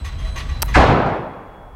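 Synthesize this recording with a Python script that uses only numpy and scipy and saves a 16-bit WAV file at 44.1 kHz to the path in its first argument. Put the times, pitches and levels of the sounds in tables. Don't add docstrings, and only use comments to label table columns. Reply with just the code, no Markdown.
import sys
import numpy as np
from scipy import signal
from scipy.io import wavfile
from scipy.ndimage import uniform_filter1d

SR = 44100
rng = np.random.default_rng(int(sys.argv[2]) if len(sys.argv) > 2 else 0)


def decibels_to_gain(level_db):
    exponent = np.asarray(level_db, float) / 20
    return 10 ** exponent


def inscribe(sig):
    pcm = np.round(np.clip(np.atleast_2d(sig).T, -1, 1) * 32767)
    wavfile.write(sys.argv[1], SR, pcm.astype(np.int16))


N = 77175

# (frequency [Hz], level [dB per Hz])
VENTILATION = [(25, 6), (55, 6.5), (95, -4.5), (170, -15.5), (330, -29), (1000, -30), (3900, -44),
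               (16000, -72)]
# (time [s], level [dB])
DRAUGHT = [(0, 2), (.11, -6.5), (.22, 3.5), (.38, -3.5), (.49, 2.5), (.58, -5), (.68, 0.5), (.73, -0.5),
           (1.4, -1.5), (1.7, 7.5)]
# (time [s], level [dB])
DRIVE_LOAD = [(0.0, -53.5), (0.076, -57.5), (0.146, -62), (0.208, -56), (0.23, -61), (0.328, -52),
              (0.506, -60.5), (0.542, -51.5), (0.74, -59)]
# (multiple of the fundamental [1], level [dB])
WHINE_PARTIALS = [(1, 2), (2, -7.5), (3, -30.5)]
# (multiple of the fundamental [1], level [dB])
SQUEAK_PARTIALS = [(.2, -53), (1, -52.5), (2, -56.5), (3, -58.5)]
# (time [s], level [dB])
CLACKS = [
    (0.0478, -23),
    (0.188, -31.5),
    (0.249, -31.5),
    (0.36, -18.5),
    (0.492, -33),
    (0.6823, -27),
]
# (frequency [Hz], level [dB], decay t60 [s])
CARRIER_MODES = [(1138, 3.5, 0.077), (1110, -14, 0.056), (1943, 0, 0.081), (2040, -3, 0.053),
                 (2436, -4, .05), (2790, -3.5, 0.038), (3430, -8, 0.074), (5580, -14, 0.032),
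                 (6255, -4, .05), (10900, -48, 0.027)]
# (time [s], level [dB], share of dull knock [1])
LATCH_TICKS = [
    (.5975, -42, 0),
    (.6202, -17, .03),
    (.6211, -7, .04),
    (.6222, -20, .02),
    (.6239, -13, .08),
    (.6255, -5, .12),
    (.6272, -15, .08),
    (.6303, -15, 1.1),
]
# (frequency [Hz], level [dB], decay t60 [s])
LATCH_MODES = [(3050, -9, .004), (4640, -12, .004), (5360, -3, .005), (5950, -1, .005), (8150, -1, .004),
               (9780, -6, .003), (11600, -5, .003), (13400, -4, .003), (15000, -10, .003)]
# (frequency [Hz], level [dB], decay t60 [s])
KNOCK_MODES = [(922, -3.5, 0.025), (1290, -4, 0.011), (1900, -18, 0.0055)]
# (time [s], level [dB])
SPRING_SETTLE = [
    (.633, -63),
    (.651, -45.5),
    (0.655, -50),
    (.659, -44.5),
]
# (frequency [Hz], level [dB], decay t60 [s])
BLAST_BOOM = [(59.5, 10, 0.48), (80.6, 6.5, 0.31), (110.3, 1, 0.27), (150, 0, 0.22), (300.5, 2.5, 0.65)]
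# (frequency [Hz], level [dB], decay t60 [s])
RETURN_BOOM = [(72.4, 1.5, 0.41), (119.7, 6, .6), (149.1, 7.5, 0.85), (185, -9, 0.36), (252.8, 5.5, 0.55),
               (329.7, 3.5, .4)]
# (frequency [Hz], first-arrival level [dB], hall level [dB], hall decay t60 [s], hall build-up [s])
SHOT_BANDS = [(35, -17.5, -29, 0.78, .03), (112, -19.5, -18, 1.46, 0.013), (353, -10.5, -17.5, 1.5, 0.049),
              (815, -11, -9.5, 1.667, 0.034), (1640, -12, -16.5, 1.55, .025),
              (3700, -31, -24.5, 0.89, 0.036), (7030, -35.5, -33, 0.36, .035),
              (14000, -57, -53.5, .5, 0.036)]
# (delay [s], level [dB])
WALL_RETURNS = [
    (0.133, -1.5),
    (0.299, -7),
]
# (time [s], level [dB])
CAMERA_GAIN = [(0, 0.5), (.2, 0), (.6, 3.5), (.738, 5.5), (.765, -15.5), (.85, -15.5), (1.0, -15.5),
               (1.18, -18.5), (1.3, -23), (1.5, -22.5), (1.75, -20.5)]

SHOT_S = 0.7348
CLACK_RISE_S, CLACK_HOLD_S = 0.0047, 0.028


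def curve(table, x, log=False):
    columns = np.array(table, float).T
    scale = np.log if log else np.asarray
    return [np.interp(scale(x), scale(columns[0]), column) for column in columns[1:]]


def unit(x):
    return x / np.sqrt(np.mean(x ** 2))


def band_noise(hz, width):
    edges = [hz - width / 2, min(hz + width / 2, SR * 0.49)]
    sos = signal.butter(2, edges, "band", fs=SR, output="sos")
    return unit(signal.sosfilt(sos, rng.standard_normal(N)))


def walk(rate):
    hold = int(SR / rate)
    steps = np.repeat(rng.standard_normal(N // hold + 1), hold)
    return 1.86 * uniform_filter1d(uniform_filter1d(steps, hold), hold)[:N]


def ring(push, modes):
    out = 0
    for hz, db, t60 in modes:
        pole = np.exp(2j * np.pi * hz / SR - np.log(1000) / (t60 * SR))
        out = out + decibels_to_gain(db) * signal.lfilter([1], [1, -pole], push + 0j).imag
    return out


def swell(age, rise, t60):
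    return np.clip(age / rise, 0, 1) ** 2 * decibels_to_gain(-60 * np.maximum(age - rise, 0) / t60)


def thirds():
    return 25 * 2 ** (np.arange(29) / 3)


def ventilation(t):
    gust, out = curve(DRAUGHT, t)[0], 0
    for hz in thirds():
        db = curve(VENTILATION, hz, True)[0] + 10 * np.log10(hz)
        db = db + gust / (1 + (hz / 196.15) ** 2) + 0.5 * walk(11.8)
        out = out + decibels_to_gain(db) * band_noise(hz, hz * 0.2)
    return decibels_to_gain(-23) * unit(out)


def unsteady_tone(hz, db):
    wavering_hz = hz * (1 + 0.0004 * walk(32))
    return decibels_to_gain(db) * np.sqrt(2) * np.sin(2 * np.pi * np.cumsum(wavering_hz) / SR)


def drive_whine(t):
    whine_hz, stop_s, fade_db_s = 4000, 0.88, -23
    out = 0
    for multiple, db in WHINE_PARTIALS:
        load = curve(DRIVE_LOAD, t)[0] if multiple == 1 else -53.5 + fade_db_s * t
        out = out + unsteady_tone(whine_hz * multiple, db + load + 3 * walk(27))
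    return out * (t < stop_s)


def wheel_squeak(t):
    squeak_hz, middle_s, width_s = 3224, 0.27, 0.065
    out = 0
    for multiple, db in SQUEAK_PARTIALS:
        width = width_s * (2.3 if multiple <= 1 else 1)
        hump = np.exp(-((t - middle_s) / width) ** 2)
        out = out + unsteady_tone(squeak_hz * multiple, db + 4 * walk(34)) * hump
    return out


def joint_shake(t, tau, hold):
    out = 0
    for start, db in CLACKS:
        age = np.maximum(t - start + CLACK_RISE_S, 0)
        rise = 1 - np.exp(-age / CLACK_RISE_S)
        out = out + decibels_to_gain(db) * rise * np.exp(-np.maximum(age - hold, 0) / tau)
    return out


def carrier_clacks(t):
    rattle = rng.standard_normal(N) * decibels_to_gain(1.6 * walk(300))
    steady = ring(rattle, CARRIER_MODES)
    struck = ring(rattle * joint_shake(t, 0.012, 0.0027), CARRIER_MODES)
    lingering = decibels_to_gain(-5.5) * steady * joint_shake(t, 0.043, CLACK_HOLD_S)
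    body = (struck + lingering) / np.std(steady)
    low_wash = decibels_to_gain(-2) * band_noise(2434, 2740) * joint_shake(t, 0.066, CLACK_HOLD_S)
    high_wash = decibels_to_gain(-13) * band_noise(7100, 9000) * joint_shake(t, 0.018, CLACK_HOLD_S)
    wash = (low_wash + high_wash) * decibels_to_gain(1.46 * walk(91.77))
    return decibels_to_gain(-11) * (body + decibels_to_gain(-4.5) * wash)


def latch(t):
    lead, tick_samples = 8, 9.8
    bright, dull = np.zeros(N), np.zeros(N)
    for start, db, knock_share in LATCH_TICKS:
        i = int(start * SR) - lead
        signs = np.sign(rng.standard_normal(80))
        k = np.arange(80) / tick_samples
        bright[i:i + 80] += decibels_to_gain(db) * signs * k * np.exp(1 - k)
        dull[i + lead] += decibels_to_gain(db) * knock_share

    fizz = decibels_to_gain(-50.5) * (t > 0.63) * np.exp(-np.maximum(t - 0.63, 0) / 0.055)
    for start, db in SPRING_SETTLE:
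        fizz = fizz + decibels_to_gain(db) * (t > start) * np.exp(-np.maximum(t - start, 0) / 0.0017)
    snap = decibels_to_gain(-19) * ring(bright, LATCH_MODES) + decibels_to_gain(-37) * bright
    return snap + ring(dull, KNOCK_MODES) + fizz * band_noise(12000, 8000)


def pressure_push(t, delay):
    width_s = 0.0025
    return np.exp(-((t - SHOT_S - delay) / width_s) ** 2 * 8) / (width_s * SR / 2)


def hall_boom(t):
    blast_s, return_s = 0.024, 0.155
    returned = pressure_push(t, return_s) + 0.39 * pressure_push(t, return_s + 0.03)
    boom = ring(pressure_push(t, blast_s), BLAST_BOOM) + ring(returned, RETURN_BOOM)
    return decibels_to_gain(-2) * boom


def shot(t):
    first_rise_s, first_t60_s, far_t60_ratio = 0.028, 0.29, 3.66
    bass_late_s, bass_hz, return_hz = 0.021, 780, 800
    blast_s, grain_db = 0.0004, 0.8
    age, hall = t - SHOT_S, 0
    lumps = walk(69.15) * np.exp(-np.maximum(age, 0) / 0.19)

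    for hz in thirds():
        first_db, hall_db, t60, build = curve(SHOT_BANDS, hz, True)
        lag = bass_late_s / (1 + (hz / bass_hz) ** 2)

        first = 0
        for delay, db in [(0, 0), (0.034, -4.5)]:
            arrival = swell(age - delay - lag, first_rise_s - lag / 2, first_t60_s)
            first = first + decibels_to_gain(2 * db) * arrival ** 2
        late = 0
        for delay, db in [(0, 0.0049)] + list(WALL_RETURNS):
            dulling = 1 + (delay > 0) * (hz / return_hz) ** 2
            echo = swell(age - delay - lag, max(build - lag, 0.004), t60)
            late = late + decibels_to_gain(2 * db) / dulling * echo ** 2
        far = decibels_to_gain(-12) * swell(age - lag, build, far_t60_ratio * t60 / 2)

        shape = np.sqrt(decibels_to_gain(2 * first_db) * first + decibels_to_gain(2 * hall_db) * (late + far ** 2))
        grain = decibels_to_gain(grain_db * (lumps + 1.1 * walk(30.26)))
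        hall = hall + shape * grain * band_noise(hz, hz * 0.23)

    blast = np.linspace(1, -0.3, max(int(blast_s * SR / 4), 2))
    return decibels_to_gain(18.5 - 11) * np.convolve(hall, blast / np.sum(blast))[:N]


def scene():
    t = np.arange(N) / SR
    background = ventilation(t) + drive_whine(t) + wheel_squeak(t)
    return (background + carrier_clacks(t) + latch(t) + hall_boom(t) + shot(t))[None]


def camera_noise(t):
    hiss = decibels_to_gain(-69) * rng.standard_normal(N)
    tone_db = -65.5 + 2.5 * np.cos(2 * np.pi * (t - 1.34) / 0.24) + walk(20)
    return hiss + decibels_to_gain(tone_db) * np.sqrt(2) * np.sin(2 * np.pi * 3348 * t)


def band_limit(x):
    return signal.sosfilt(signal.butter(12, 16520, fs=SR, output="sos"), x)


def record(dry):
    t = np.arange(N) / SR
    limit = 0.95
    rumble_cut = signal.butter(2, 28, "high", fs=SR, output="sos")
    ceiling = signal.ellip(8, 0.2, 60, 16000, fs=SR, output="sos")
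    x = signal.sosfilt(rumble_cut, dry) * decibels_to_gain(curve(CAMERA_GAIN, t)[0])
    x = x / (1 + (x / limit) ** 4) ** 0.25
    mix = signal.sosfilt(ceiling, x + camera_noise(t))
    return band_limit(mix)


dry = scene()
out = record(dry)
inscribe(out)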